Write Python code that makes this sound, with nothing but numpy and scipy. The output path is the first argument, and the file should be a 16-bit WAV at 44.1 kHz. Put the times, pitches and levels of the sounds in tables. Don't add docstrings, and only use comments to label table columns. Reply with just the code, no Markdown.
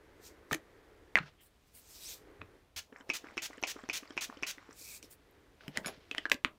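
import sys
import numpy as np
from scipy import signal
from scipy.fft import rfft, irfft, next_fast_len
from scipy.io import wavfile
from scipy.ndimage import uniform_filter1d, map_coordinates

SR = 44100
rng = np.random.default_rng(int(sys.argv[2]) if len(sys.argv) > 2 else 0)


def level_to_linear(level):
    exponent = np.asarray(level, float) / 20
    return 10 ** exponent


def pcm_store(signal):
    levels = np.round(np.clip(np.atleast_2d(signal), -1, 1) * 32767)
    wavfile.write(sys.argv[1], SR, levels.astype(np.int16).T)


N = 290178


def unit(x):
    return x / np.sqrt(np.mean(x ** 2) + 1e-20)


def along(points, hz):
    point_hz, value = np.transpose(points)
    return np.interp(np.log(hz + 1), np.log(point_hz + 1), value)


def curve(rows):
    s, db = np.transpose(rows)
    return np.interp(np.arange(N) / SR, s, db)


def wobble(rate):
    knots = rng.standard_normal(int(N * rate / SR) + 4)
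    return map_coordinates(knots, [np.arange(N) * rate / SR])


def soft(gain):
    return uniform_filter1d(gain, size=300)


def swells(rows):
    t, total = np.arange(N) / SR, np.zeros(N)
    for s, hold, db, rise, fall in rows:
        below_db = 20 * np.maximum(s - t, 0) / rise + 20 * np.maximum(t - s - hold, 0) / fall
        total += level_to_linear(db - below_db)
    return total


def hiss(spectrum, grain_db):
    m = next_fast_len(N + 8192)
    grain = uniform_filter1d(rng.standard_normal(N), size=24) * np.sqrt(24)
    white = rng.standard_normal(N) * level_to_linear(grain_db * grain)
    colour = level_to_linear(along(spectrum, np.fft.rfftfreq(m, 1 / SR)))
    return unit(irfft(rfft(white, m) * colour, m)[:N])


def patchy(x, depth_db):
    z = signal.stft(x, nperseg=512)[2]
    field = uniform_filter1d(rng.standard_normal(z.shape), size=14, axis=0)
    field = uniform_filter1d(field, size=12, axis=1)
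    return unit(signal.istft(z * level_to_linear(depth_db * unit(field)), nperseg=512)[1][:N])


def ring(t, hz, t60, attack=0.00024):
    return np.sin(2 * np.pi * hz * t) * level_to_linear(-60 * t / t60) * (1 - np.exp(-t / attack))


def burst(t, lo_hz, hi_hz, t60):
    band = signal.butter(3, np.clip([lo_hz, hi_hz], 50, .45 * SR), "band", fs=SR, output="sos")
    noise = unit(signal.sosfilt(band, rng.standard_normal(len(t))))
    return noise * level_to_linear(-60 * t / t60) * (1 - np.exp(-t / 0.00012))


def add(track, s, sound):
    track[round(s * SR):][:len(sound)] += sound


def taps(table, clack_db, attack=0.00016, top_db=-10):
    out, t = np.zeros(N + SR), np.arange(SR // 16) / SR
    for s, db, hz, t60, crack_db in table:
        shell = ring(t, hz, t60, attack) + level_to_linear(clack_db) * burst(t, .3 * hz, 2 * hz, .7 * t60)
        shell *= rng.choice([-1, 1])
        crack = burst(t, 3100, 7710, 0.0061) + level_to_linear(top_db) * burst(t, 8000, 16000, 0.0059)
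        add(out, s, level_to_linear(db + 5.0) * shell + level_to_linear(db + crack_db + 7.5) * crack)
    return out[:N]


def thuds(table, thud_hz, thud_t60):
    out, t = np.zeros(N + SR), np.arange(SR // 5) / SR
    for s, db in table:
        low_hz = thud_hz * (1 + 0.074 * rng.standard_normal())
        body = ring(t, low_hz, thud_t60, 0.002)
        body += 0.79 * burst(t, 1.16 * low_hz, 1.98 * low_hz, 0.71 * thud_t60)
        add(out, s, level_to_linear(db + 5.5) * body)
    return out[:N]


def muffled(x):
    return signal.sosfilt(signal.butter(4, 2500, fs=SR, output="sos"), x)


# time in seconds, level in dB.
FAN_LEVEL = [(0.0, -56.5), (0.58, -53), (1.21, -60.5), (1.43, -70), (1.68, -72.5), (2.29, -53), (2.56, -57),
             (2.84, -90), (3.3, -85.5), (4.31, -74.5), (4.75, -63.5), (5.31, -60.5), (5.66, -65.5),
             (5.79, -60.5), (6.36, -61.5), (6.45, -81.5), (6.58, -72)]
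# frequency in Hz, density in dB per Hz.
FAN_COLOUR = [(150, -45), (280, -4), (450, -3), (650, -14.5), (1100, -17), (2000, -16), (4000, -47.5),
              (8000, -120)]
AIR_COLOUR = [(12, -30), (25, -5), (50, 0), (90, -3), (130, -9), (220, -11), (800, -19), (1600, -22),
              (3200, -24), (5000, -29), (8000, -34), (13000, -36.5), (16000, -39)]


def air():
    fan_db = curve(FAN_LEVEL)
    fan = level_to_linear(fan_db - 7.5 + 1.4 * wobble(6.5)) * hiss(FAN_COLOUR, grain_db=1.5)
    tone_db = -67.5 + .17 * (fan_db - fan_db.mean()) + 0.23 * wobble(4.3)
    return fan + level_to_linear(tone_db) * hiss(AIR_COLOUR, grain_db=1.5)


# frequency in Hz, t60 in seconds.
ROOM_DECAY = [(200, 0.3), (2000, 0.12), (8000, 0.1), (15000, 0.05)]


def room(x):
    hz, t, z = signal.stft(rng.standard_normal(SR // 2), SR, nperseg=256)
    dying = z * level_to_linear(-60 * t / along(ROOM_DECAY, hz)[:, None])
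    tail = signal.istft(dying, SR, nperseg=256)[1]
    delayed = np.pad(x, (150, 0))
    return signal.fftconvolve(delayed, tail / np.linalg.norm(tail))[:N]


# start in seconds,
# level in dB, frequency in Hz, t60 in seconds.
LOW_THUMPS = [(2.5, -65, 81, 0.12), (2.394, -49.5, 88, 0.33), (2.416, -52, 114.3, 0.19),
              (2.761, -49.5, 78.5, 0.15), (0.514, -45, 82, 0.078), (0.519, -34.5, 143, 0.095),
              (0.5469, -32.5, 314, 0.1), (1.2034, -35, 161.5, 0.072), (1.232, -45.5, 145, 0.16),
              (5.68, -42.5, 152, 0.14), (5.681, -35, 272, 0.051), (5.781, -33, 222, .04),
              (6.345, -30.5, 270, 0.04), (6.449, -29, 257, 0.051)]


def desk():
    out, t = np.zeros(N + SR), np.arange(SR // 4) / SR
    for s, db, hz, t60 in LOW_THUMPS:
        add(out, s, level_to_linear(db) * ring(t, hz, t60, 0.0019))
    return out[:N]


# full level at seconds, hold in seconds, level in dB, rise and fall in seconds.
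SLEEVE_PASSES = [
    (1.412, 0.054, -60.5, 0.0083, 0.039),
    (1.676, 0.01, -72, 0.026, 0.02),
    (1.75, 0.046, -51, 0.02, 0.041),
    (1.89, 0.06, -56, .025, 0.097),
    (5.112, 0.019, -50.5, 0.02, 0.028),
]
# frequency in Hz, density in dB per Hz.
CLOTH_COLOUR = [(4000, -10), (6500, -11), (8500, -1.5), (11500, -6), (13500, -1), (16500, 0)]


def sleeve():
    gain = soft(swells(SLEEVE_PASSES) * level_to_linear(1.0 * wobble(29.95)))
    return gain * level_to_linear(-3.5) * patchy(hiss(CLOTH_COLOUR, grain_db=3.0), 2)


def clasp():
    u = np.clip((np.arange(N) / SR - 2.025) / .105, 0, 1)
    from_hz, to_hz, width_hz = 4500, 7600, 1100
    phase = 2 * np.pi * np.cumsum(from_hz + (to_hz - from_hz) * u) / SR
    band = wobble(width_hz) * np.cos(phase) + wobble(width_hz) * np.sin(phase)
    return level_to_linear(-49.5) * np.sin(np.pi * u) ** 0.95 * band


# full level at seconds, hold in seconds, level in dB, rise and fall in seconds.
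FIRST_SLIDE = (.25, .025, -54, .05, .05)
FINGER_SLIDES = [
    (2.09, 0.039, -46.5, 0.27, 0.062),
    (5.032, 0.014, -58.5, 0.014, 0.05),
    (6.322, .002, -46, 0.0023, 0.03),
    (0.513, 0.039, -58, .02, 0.038),
]
PALM_SLIDES = [
    (4.79, 0.071, -54, 0.062, .04),
    (4.895, 0.077, -50, 0.092, 0.031),
]
CUPPED_WHISTLE = [
    (4.885, 0.064, -59, 0.15, 0.073),
]
# frequency in Hz, density in dB per Hz.
SKIN_COLOUR = [(2500, -12.5), (3800, -2.5), (5200, -0.5), (7800, -2.5), (10000, -10), (13500, -6),
               (16500, -12)]
WALL_COLOUR = [(1500, -28), (2400, 13.5), (4500, -8), (6000, -33), (8000, -50), (11000, -41)]
PALM_COLOUR = [(2800, -14.5), (4200, -1.5), (6000, -1.5), (8000, -1), (10000, -6), (13500, -4), (16500, -5)]
CUP_COLOUR = [(1900, -30), (2250, -4), (2500, -3), (2750, -13), (3300, -45)]


def skin():
    gain = soft(swells([FIRST_SLIDE] + FINGER_SLIDES) * level_to_linear(1.1 * wobble(44)))
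    finger = level_to_linear(-0.5) * patchy(hiss(SKIN_COLOUR, grain_db=2.0), 1.6)
    wall = level_to_linear(-15) * hiss(WALL_COLOUR, grain_db=1)
    palm = soft(swells(PALM_SLIDES)) * patchy(hiss(PALM_COLOUR, grain_db=2.0), depth_db=0.9)
    whistle = swells(CUPPED_WHISTLE) * hiss(CUP_COLOUR, grain_db=2.0)
    return gain * (finger + wall) + palm + whistle


# full level at seconds, hold in seconds, level in dB, rise and fall in seconds.
RATTLES = [(1.2, .04, -60.5, 0.025, 0.05), (1.265, .02, -60.5, .03, 0.033), (3.1, 1.42, -66.5, 0.046, 0.79),
           (5.612, 0.078, -65, 0.034, 0.054), (5.76, 0.01, -50.5, 0.03, .03),
           (5.865, 0.02, -49.5, 0.041, 0.02), (5.9, 0.036, -61, .02, 0.27),
           (6.113, .004, -68, 0.0019, 0.064), (6.178, .004, -64, 0.072, 0.038),
           (6.2, .07, -66, 0.023, .035), (6.325, 0.0014, -42.5, 0.0097, 0.0092),
           (6.45, .004, -61, 0.0022, 0.036)]
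LOW_SCUFFS = [
    (3.01, 1.36, -67.5, 0.44, 0.36),
    (5.69, 0.0036, -56.5, 0.1, 0.034),
    (5.768, 0.03, -52, 0.027, 0.058),
    (5.865, 0.025, -47, 0.039, 0.04),
    (6.113, 0.0035, -54.5, 0.0018, 0.042),
    (6.178, 0.016, -58, 0.045, 0.037),
    (6.325, 0.0017, -37.5, 0.014, 0.012),
    (6.45, 0.028, -63, .002, 0.13),
]
CAP_RUBS = [
    (5.755, .012, -58, 0.034, .01),
    (6.12, .01, -56.5, .004, 0.059),
    (6.176, 0.0036, -51, 0.016, .01),
    (6.19, .03, -64, .01, .07),
    (1.4, .015, -67, .03, .03),
]
# frequency in Hz, density in dB per Hz.
CHATTER_COLOUR = [(200, -18), (500, 1), (1000, -5), (1800, -1.5), (2800, -2.5), (4000, -5.5), (5500, -9),
                  (8000, -27.5), (12000, -42)]
SCUFF_COLOUR = [(150, -14), (300, 1), (600, 3.5), (1100, -7), (2000, -26)]
CAP_COLOUR = [(1200, -17), (1900, -0.5), (2500, -1), (3200, 7.5), (3800, -10), (5500, -15.5), (9000, -27),
              (14000, -41)]


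def rattle():
    shake = level_to_linear(2 * wobble(70))
    chatter = soft(swells(RATTLES)) * shake * hiss(CHATTER_COLOUR, grain_db=-3.0)
    scuff = soft(swells(LOW_SCUFFS)) * shake * hiss(SCUFF_COLOUR, grain_db=2.5)
    return chatter + scuff + swells(CAP_RUBS) * hiss(CAP_COLOUR, grain_db=-2.0)


# start in seconds, peak in dB, ring in Hz, ring t60 in seconds,
# crack in dB re peak.
CAP_OFF = [
    (.5118, -32.5, 1240, 0.027, -24),
    (.5122, -39, 2300, 0.013, -30),
    (.5178, -39, 2420, .016, -9),
    (.5212, -40, 890, 0.0034, -6),
    (.5273, -29.5, 1900, 0.0066, -7),
    (.5295, -30, 2640, 0.0046, -8),
    (.5302, -27, 1810, 0.026, -5.5),
    (.5416, -41, 2100, .014, 1),
    (.545, -29.5, 2250, 0.008, -17),
    (.5466, -25, 2000, 0.0053, -9.5),
]
CAP_DROP = [(1.1556, -9, 2055, 0.01, -52.5), (1.1558, -24.5, 646, 0.0066, -38.5),
            (1.1558, -31.5, 4250, .004, -39.5), (1.1642, -34, 1880, .03, -26),
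            (1.161, -31, 2500, .012, -30.5), (1.1645, -29, 2050, .012, -25),
            (1.1665, -34, 1140, 0.015, -30), (1.168, -30, 2590, 0.01, -24.5),
            (1.1706, -27, 1850, .006, -39), (1.1718, -19.5, 1770, 0.011, -39),
            (1.1766, -20.5, 1670, 0.0085, -28), (1.1795, -30, 1500, 0.0071, -30),
            (1.1848, -23, 1300, .0075, -43.5), (1.187, -22.5, 1310, 0.0045, -33.5),
            (1.187, -23, 2660, 0.0051, -36.5), (1.188, -32, 4140, 0.0053, -33.5),
            (1.195, -51, 2050, .02, -29), (1.2035, -48, 2100, 0.025, -25), (1.221, -51, 1750, .012, -30),
            (1.2293, -47, 1900, 0.012, -30), (1.234, -46, 1450, .015, -30), (1.262, -52, 1550, .015, -25),
            (1.272, -53, 1650, .015, -20)]
CAP_ON = [(6.1126, -30, 2580, 0.017, -29), (6.113, -33, 3330, 0.011, -31),
          (6.1487, -19.5, 1850, 0.0021, -34), (6.1814, -22, 3060, 0.0085, -41),
          (6.1833, -28.5, 1920, 0.015, -19), (6.2545, -24.5, 1640, 0.018, -46),
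          (6.2635, -32.5, 1680, 0.015, -34), (6.2983, -33, 2900, 0.0064, -6.5),
          (6.2985, -37, 1500, 0.011, -15), (6.3158, -20, 1666, 0.012, -19),
          (6.3173, -7, 2430, 0.0033, -18.5), (6.3191, -17, 1900, 0.0061, -21),
          (6.3235, -35.5, 1700, 0.0085, -10), (6.3325, -45, 2400, .006, -8), (6.3432, -40, 2700, 0.006, -4),
          (6.352, -53, 2600, .005, -9), (6.4478, -5, 2240, 0.0019, -54), (6.4484, -22, 1150, 0.005, -21)]
# start in seconds, level in dB.
CAP_THUDS = [
    (.5174, -31.5),
    (.5215, -35),
    (.5414, -42),
    (6.1126, -46),
    (6.1814, -39),
    (6.2545, -38.5),
    (6.3176, -36.5),
    (6.333, -46),
    (6.4478, -35.5),
]
DESK_THUDS = [
    (1.1556, -41.5),
    (1.1642, -52),
    (1.1761, -63),
    (1.2025, -48),
    (2.4155, -53.5),
]


def cap():
    snap_off = taps(CAP_OFF, -3.5, top_db=-5.0)
    drop = taps(CAP_DROP, -22.5)
    snap_on = taps(CAP_ON, -13.0, top_db=-8.5)
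    return snap_off + drop + snap_on + thuds(CAP_THUDS, 314, 0.038) + thuds(DESK_THUDS, 178.0, 0.081)


# start in seconds, peak in dB, ring in Hz, ring t60 in seconds,
# crack in dB re peak.
SET_DOWN = [(5.0275, -50.5, 2360, 0.016, 4), (5.6082, -54, 1530, 0.025, -32),
            (5.6368, -59, 1340, 0.025, -26), (5.6805, -30.5, 3030, 0.0047, -14.5),
            (5.7728, -26, 1964, 0.013, -5), (5.7825, -39, 1460, 0.0088, -28),
            (5.846, -39, 1550, 0.019, -33), (5.8527, -38, 1610, 0.012, -37),
            (5.8595, -36, 2250, 0.023, -33), (5.8708, -38, 1280, 0.0064, -5),
            (5.8806, -35, 1600, 0.0074, -8), (5.8944, -51, 1560, 0.031, -38)]
GRIPS = [
    (2.412, -43, 1170, 0.005, -43),
    (2.4158, -33.5, 2500, 0.011, -55),
    (2.4158, -41.5, 1500, 0.0059, -55),
    (4.689, -57, 1145, 0.0082, -33),
]
# start in seconds, level in dB.
GRIP_THUDS = [
    (2.4155, -47),
    (4.689, -49),
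    (4.812, -54),
    (5.0275, -58),
    (5.04, -51.5),
]
BOTTLE_THUDS = [
    (5.6368, -65),
    (5.6805, -43),
    (5.7728, -43),
    (5.7817, -47),
    (5.8102, -47),
    (5.8527, -49),
    (5.8595, -41.5),
    (5.8806, -53),
    (5.9754, -54.5),
]


def bottle():
    grips = muffled(taps(GRIPS, -1.3, 0.00084)) + thuds(GRIP_THUDS, 283, 0.045)
    return taps(SET_DOWN, -2.5) + grips + thuds(BOTTLE_THUDS, 194, 0.054)


# start in seconds, peak in dB.
GLASS_TOUCHES = [
    (5.6805, -55),
    (5.7735, -46),
    (5.8599, -28),
    (5.8691, -28.5),
    (5.881, -45),
]
# frequency in Hz, level in dB, t60 in seconds.
GLASS_MODES = [(3530, -10, .09), (5280, 0, .075), (6858, -2, .1), (8780, -3, .06), (11080, -2, .125),
               (13070, -11, .075)]


def jar():
    out, t = np.zeros(N + SR), np.arange(SR // 4) / SR
    for s, db in GLASS_TOUCHES:
        chink = sum(level_to_linear(g + rng.normal(0, 1.5)) * ring(t, hz, .72 * t60) for hz, g, t60 in GLASS_MODES)
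        add(out, s, level_to_linear(db - 13) * chink)
    return out[:N]


# start in seconds, peak in dB, frequency in Hz.
CREAKS = [(2.9624, -59, 4530), (2.9841, -60, 5640), (3.0016, -57, 7100), (3.27, -53, 5230),
          (3.5328, -50, 5230), (3.574, -56, 7400), (3.616, -52, 4400), (3.616, -58, 6100),
          (3.616, -51, 12500), (3.8536, -56, 4800), (4.075, -47, 4740), (4.1055, -48, 5270),
          (4.123, -52, 5300), (4.342, -54, 4800), (4.3714, -52, 5530), (4.389, -55, 4500),
          (4.7082, -47.5, 5360), (4.7275, -49, 7070), (5.31, -58, 13000), (4.813, -40, 6900),
          (4.813, -45, 5000), (4.7082, -58, 6800), (4.7275, -47, 5600), (4.7275, -56, 8200),
          (3.533, -54, 8000), (3.573, -54, 7500), (5.0448, -50.5, 4740), (2.984, -60, 7300),
          (3.288, -58, 7500), (3.312, -60, 7600), (3.795, -54, 7700), (3.803, -56, 7500),
          (3.832, -54, 7400), (4.098, -56, 7500), (3.79, -57, 5300)]


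def spring():
    out, t = np.zeros(N + SR), np.arange(SR // 20) / SR
    for s, db, hz in CREAKS:
        add(out, s, level_to_linear(db - 6) * burst(t, .9 * hz, 1.12 * hz, 1.5 * 0.014))
    return out[:N]


# start in seconds, end in seconds, level in dB.
PISTON_RISES = [
    (2.922, 3.042, -62),
    (3.235, 3.344, -59),
    (3.5, 3.606, -61),
    (3.756, 3.868, -60),
    (4.025, 4.135, -62.5),
    (4.283, 4.405, -63),
    (4.56, 4.75, -64),
]
# frequency in Hz, density in dB per Hz.
GURGLE_COLOUR = [(300, -7.5), (600, -5.5), (1200, 2.5), (2200, -3), (2800, -20), (4000, -30), (10000, -55)]
COIL_COLOUR = [(4000, -30), (4900, -10), (5400, 0), (6200, -9), (7500, -5), (8400, -23), (10000, -40)]


def refill():
    t, suction = np.arange(N) / SR, np.zeros(N)
    for start, end, db in PISTON_RISES:
        travel = np.clip((t - start) / (end - start), 0, 1)
        suction += level_to_linear(db - 1.5) * np.sin(np.pi * travel) ** 0.33
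    coil = level_to_linear(-14.5 + 3.2 * wobble(60)) * hiss(COIL_COLOUR, grain_db=3.5)
    gurgle = level_to_linear(3 * wobble(90)) * hiss(GURGLE_COLOUR, grain_db=3.5)
    return suction * (gurgle + coil)


# start in seconds, peak in dB, ring in Hz, ring t60 in seconds.
HEAD_KNOCKS = [(2.926, -41, 1700, 0.011), (2.961, -39.5, 1740, 0.011), (3.009, -40.5, 1640, 0.0097),
               (3.244, -39, 1660, 0.011), (3.27, -38.5, 1670, 0.0085), (3.286, -41.5, 2030, 0.009),
               (3.309, -48, 1580, 0.009), (3.508, -41.5, 1140, 0.014), (3.531, -41.5, 1980, 0.017),
               (3.571, -47, 1190, 0.01), (3.581, -42, 1690, 0.0098), (3.765, -39.5, 1200, 0.011),
               (3.79, -39.5, 1170, 0.014), (3.838, -38.5, 1250, 0.0081), (4.032, -39, 1190, 0.015),
               (4.055, -43, 1170, 0.013), (4.075, -44, 2020, 0.009), (4.107, -42.5, 1700, 0.011),
               (4.122, -53, 1130, 0.009), (4.299, -36, 1140, 0.011), (4.326, -36, 1220, 0.0093),
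               (4.37, -43.5, 1160, 0.0084), (4.582, -41, 2000, 0.014), (4.627, -47, 1050, 0.0095),
               (4.692, -44, 1160, 0.0051), (4.709, -47, 1250, 0.009)]
NOZZLE_STOPS = [
    (3.009, -57, 3090, 0.023),
    (3.5815, -51, 3030, 0.01),
    (3.839, -52, 3260, 0.0088),
    (4.106, -50, 3200, 0.022),
    (4.372, -51, 3050, .015),
]
# start in seconds, level in dB.
RETURN_THUDS = [(2.923, -48), (3.005, -49.5), (3.24, -45), (3.269, -58), (3.318, -57), (3.501, -47),
                (3.577, -49), (3.758, -44.5), (3.835, -43.5), (4.025, -45), (4.104, -44.5), (4.292, -43),
                (4.37, -47), (4.576, -49.5)]


def rebound():
    crack_db = -41
    knocks = [(s, db - 3, hz, 0.86 * t60, crack_db) for s, db, hz, t60 in HEAD_KNOCKS]
    clacks = taps(knocks, clack_db=-2.0, attack=0.00035)
    nozzle = taps([(*row, crack_db) for row in NOZZLE_STOPS], clack_db=-8)
    return muffled(clacks) + nozzle + thuds(RETURN_THUDS, 278, 0.047)


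# start in seconds, length in seconds, level in dB.
MIST_JETS = [
    (2.761, 0.033, -48),
    (3.134, 0.035, -46.5),
    (3.419, 0.044, -47),
    (3.669, 0.047, -47.5),
    (3.929, 0.05, -46),
    (4.208, 0.041, -45.5),
    (4.465, 0.046, -46.5),
]
# frequency in Hz, density in dB per Hz.
MIST_COLOUR = [(290, -22), (500, -21.5), (1010, -17), (1760, -10.5), (2190, -10), (2360, -7), (4830, -9.5),
               (6280, -7), (9060, -19), (15100, -21), (15800, -17), (16500, -39)]


def mist():
    t, flow = np.arange(N) / SR, np.zeros(N)
    for s, length, db in MIST_JETS:
        rise = np.clip((t - s) / .002, 0, 1) * (.8 + .2 * np.clip((t - s) / .012, 0, 1))
        after = np.maximum(t - s - length, 0)
        flow += level_to_linear(db) * rise * (1.68 * np.exp(-after / 0.0055) + 0.5 * np.exp(-after / 0.031))
    return flow * level_to_linear(0.32 * wobble(230)) * hiss(MIST_COLOUR, grain_db=1.5)


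# click in seconds, click level in dB, finger lead in seconds,
# landing in dB re click, ring length as a factor.
PRESSES = [
    (3.1005, -24.5, 0.0077, -10, 1.5),
    (3.378, -25.5, 0.0077, -10.5, 1.05),
    (3.6366, -23, 0.0098, -11.5, 1),
    (3.898, -26, 0.0093, -9.5, 0.95),
    (4.1768, -26, 0.0082, -10, 0.8),
    (4.4328, -26, 0.0072, -9, .95),
]
# frequency in Hz, level in dB, t60 in seconds.
PUMP_MODES = [(2552, -8, 0.053), (2500, 1, 0.014), (2322, -4.5, 0.025), (2750, -19, 0.019),
              (5480, -5.5, 0.0094), (289, -19.5, 0.058)]


def pump():
    out, t = np.zeros(N + SR), np.arange(SR // 6) / SR
    brush_s = 0.0087
    for s, db, lead, land_db, rings in PRESSES:
        click = np.zeros(len(t))
        for hz, g, t60 in PUMP_MODES:
            level_chance, pitch_chance = rng.standard_normal(2)
            click += level_to_linear(g + 1.1 * level_chance) * ring(t, hz * (1 + 0.0097 * pitch_chance), rings * t60)
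        clack = 0.18 * burst(t, 2000, 2970, 0.13) + 0.3 * burst(t, 245, 1930, 0.033)
        clack += 0.087 * burst(t, 3800, 6830, 0.081) + 0.028 * burst(t, 6400, 25000, 0.0058)
        add(out, s, level_to_linear(db) * (click + clack))
        land = ring(t, 351, 0.038, 0.00032) + 0.87 * burst(t, 270, 2540, 0.017)
        land += 0.75 * burst(t, 5460, 6220, 0.013) + 0.086 * burst(t, 7100, 13700, 0.016)
        add(out, s - lead, level_to_linear(db + land_db) * land)
        brush = burst(t, 300, 5900, 0.047) * np.clip(t / brush_s, 0, 1)
        add(out, s - lead - brush_s, level_to_linear(db - 28) * brush)
    return out[:N]


def scene():
    hands = sleeve() + clasp() + skin() + rattle()
    pumping = spring() + refill() + rebound() + mist() + pump()
    near = hands + cap() + bottle() + jar() + pumping
    return (air() + desk() + level_to_linear(-15.5) * room(near) + near)[None]


def low_pass(x):
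    return signal.sosfilt(signal.butter(12, 16820, fs=SR, output="sos"), x)


# frequency in Hz, gain in dB.
MIC_EDGE = [(15500, 0), (15900, -14), (16600, -18), (16900, -60)]


def record(dry):
    edge = level_to_linear(along(MIC_EDGE, np.fft.rfftfreq(N, 1 / SR)))
    mix = irfft(rfft(dry) * edge, N)
    return low_pass(mix)


dry = scene()
out = record(dry)
pcm_store(out)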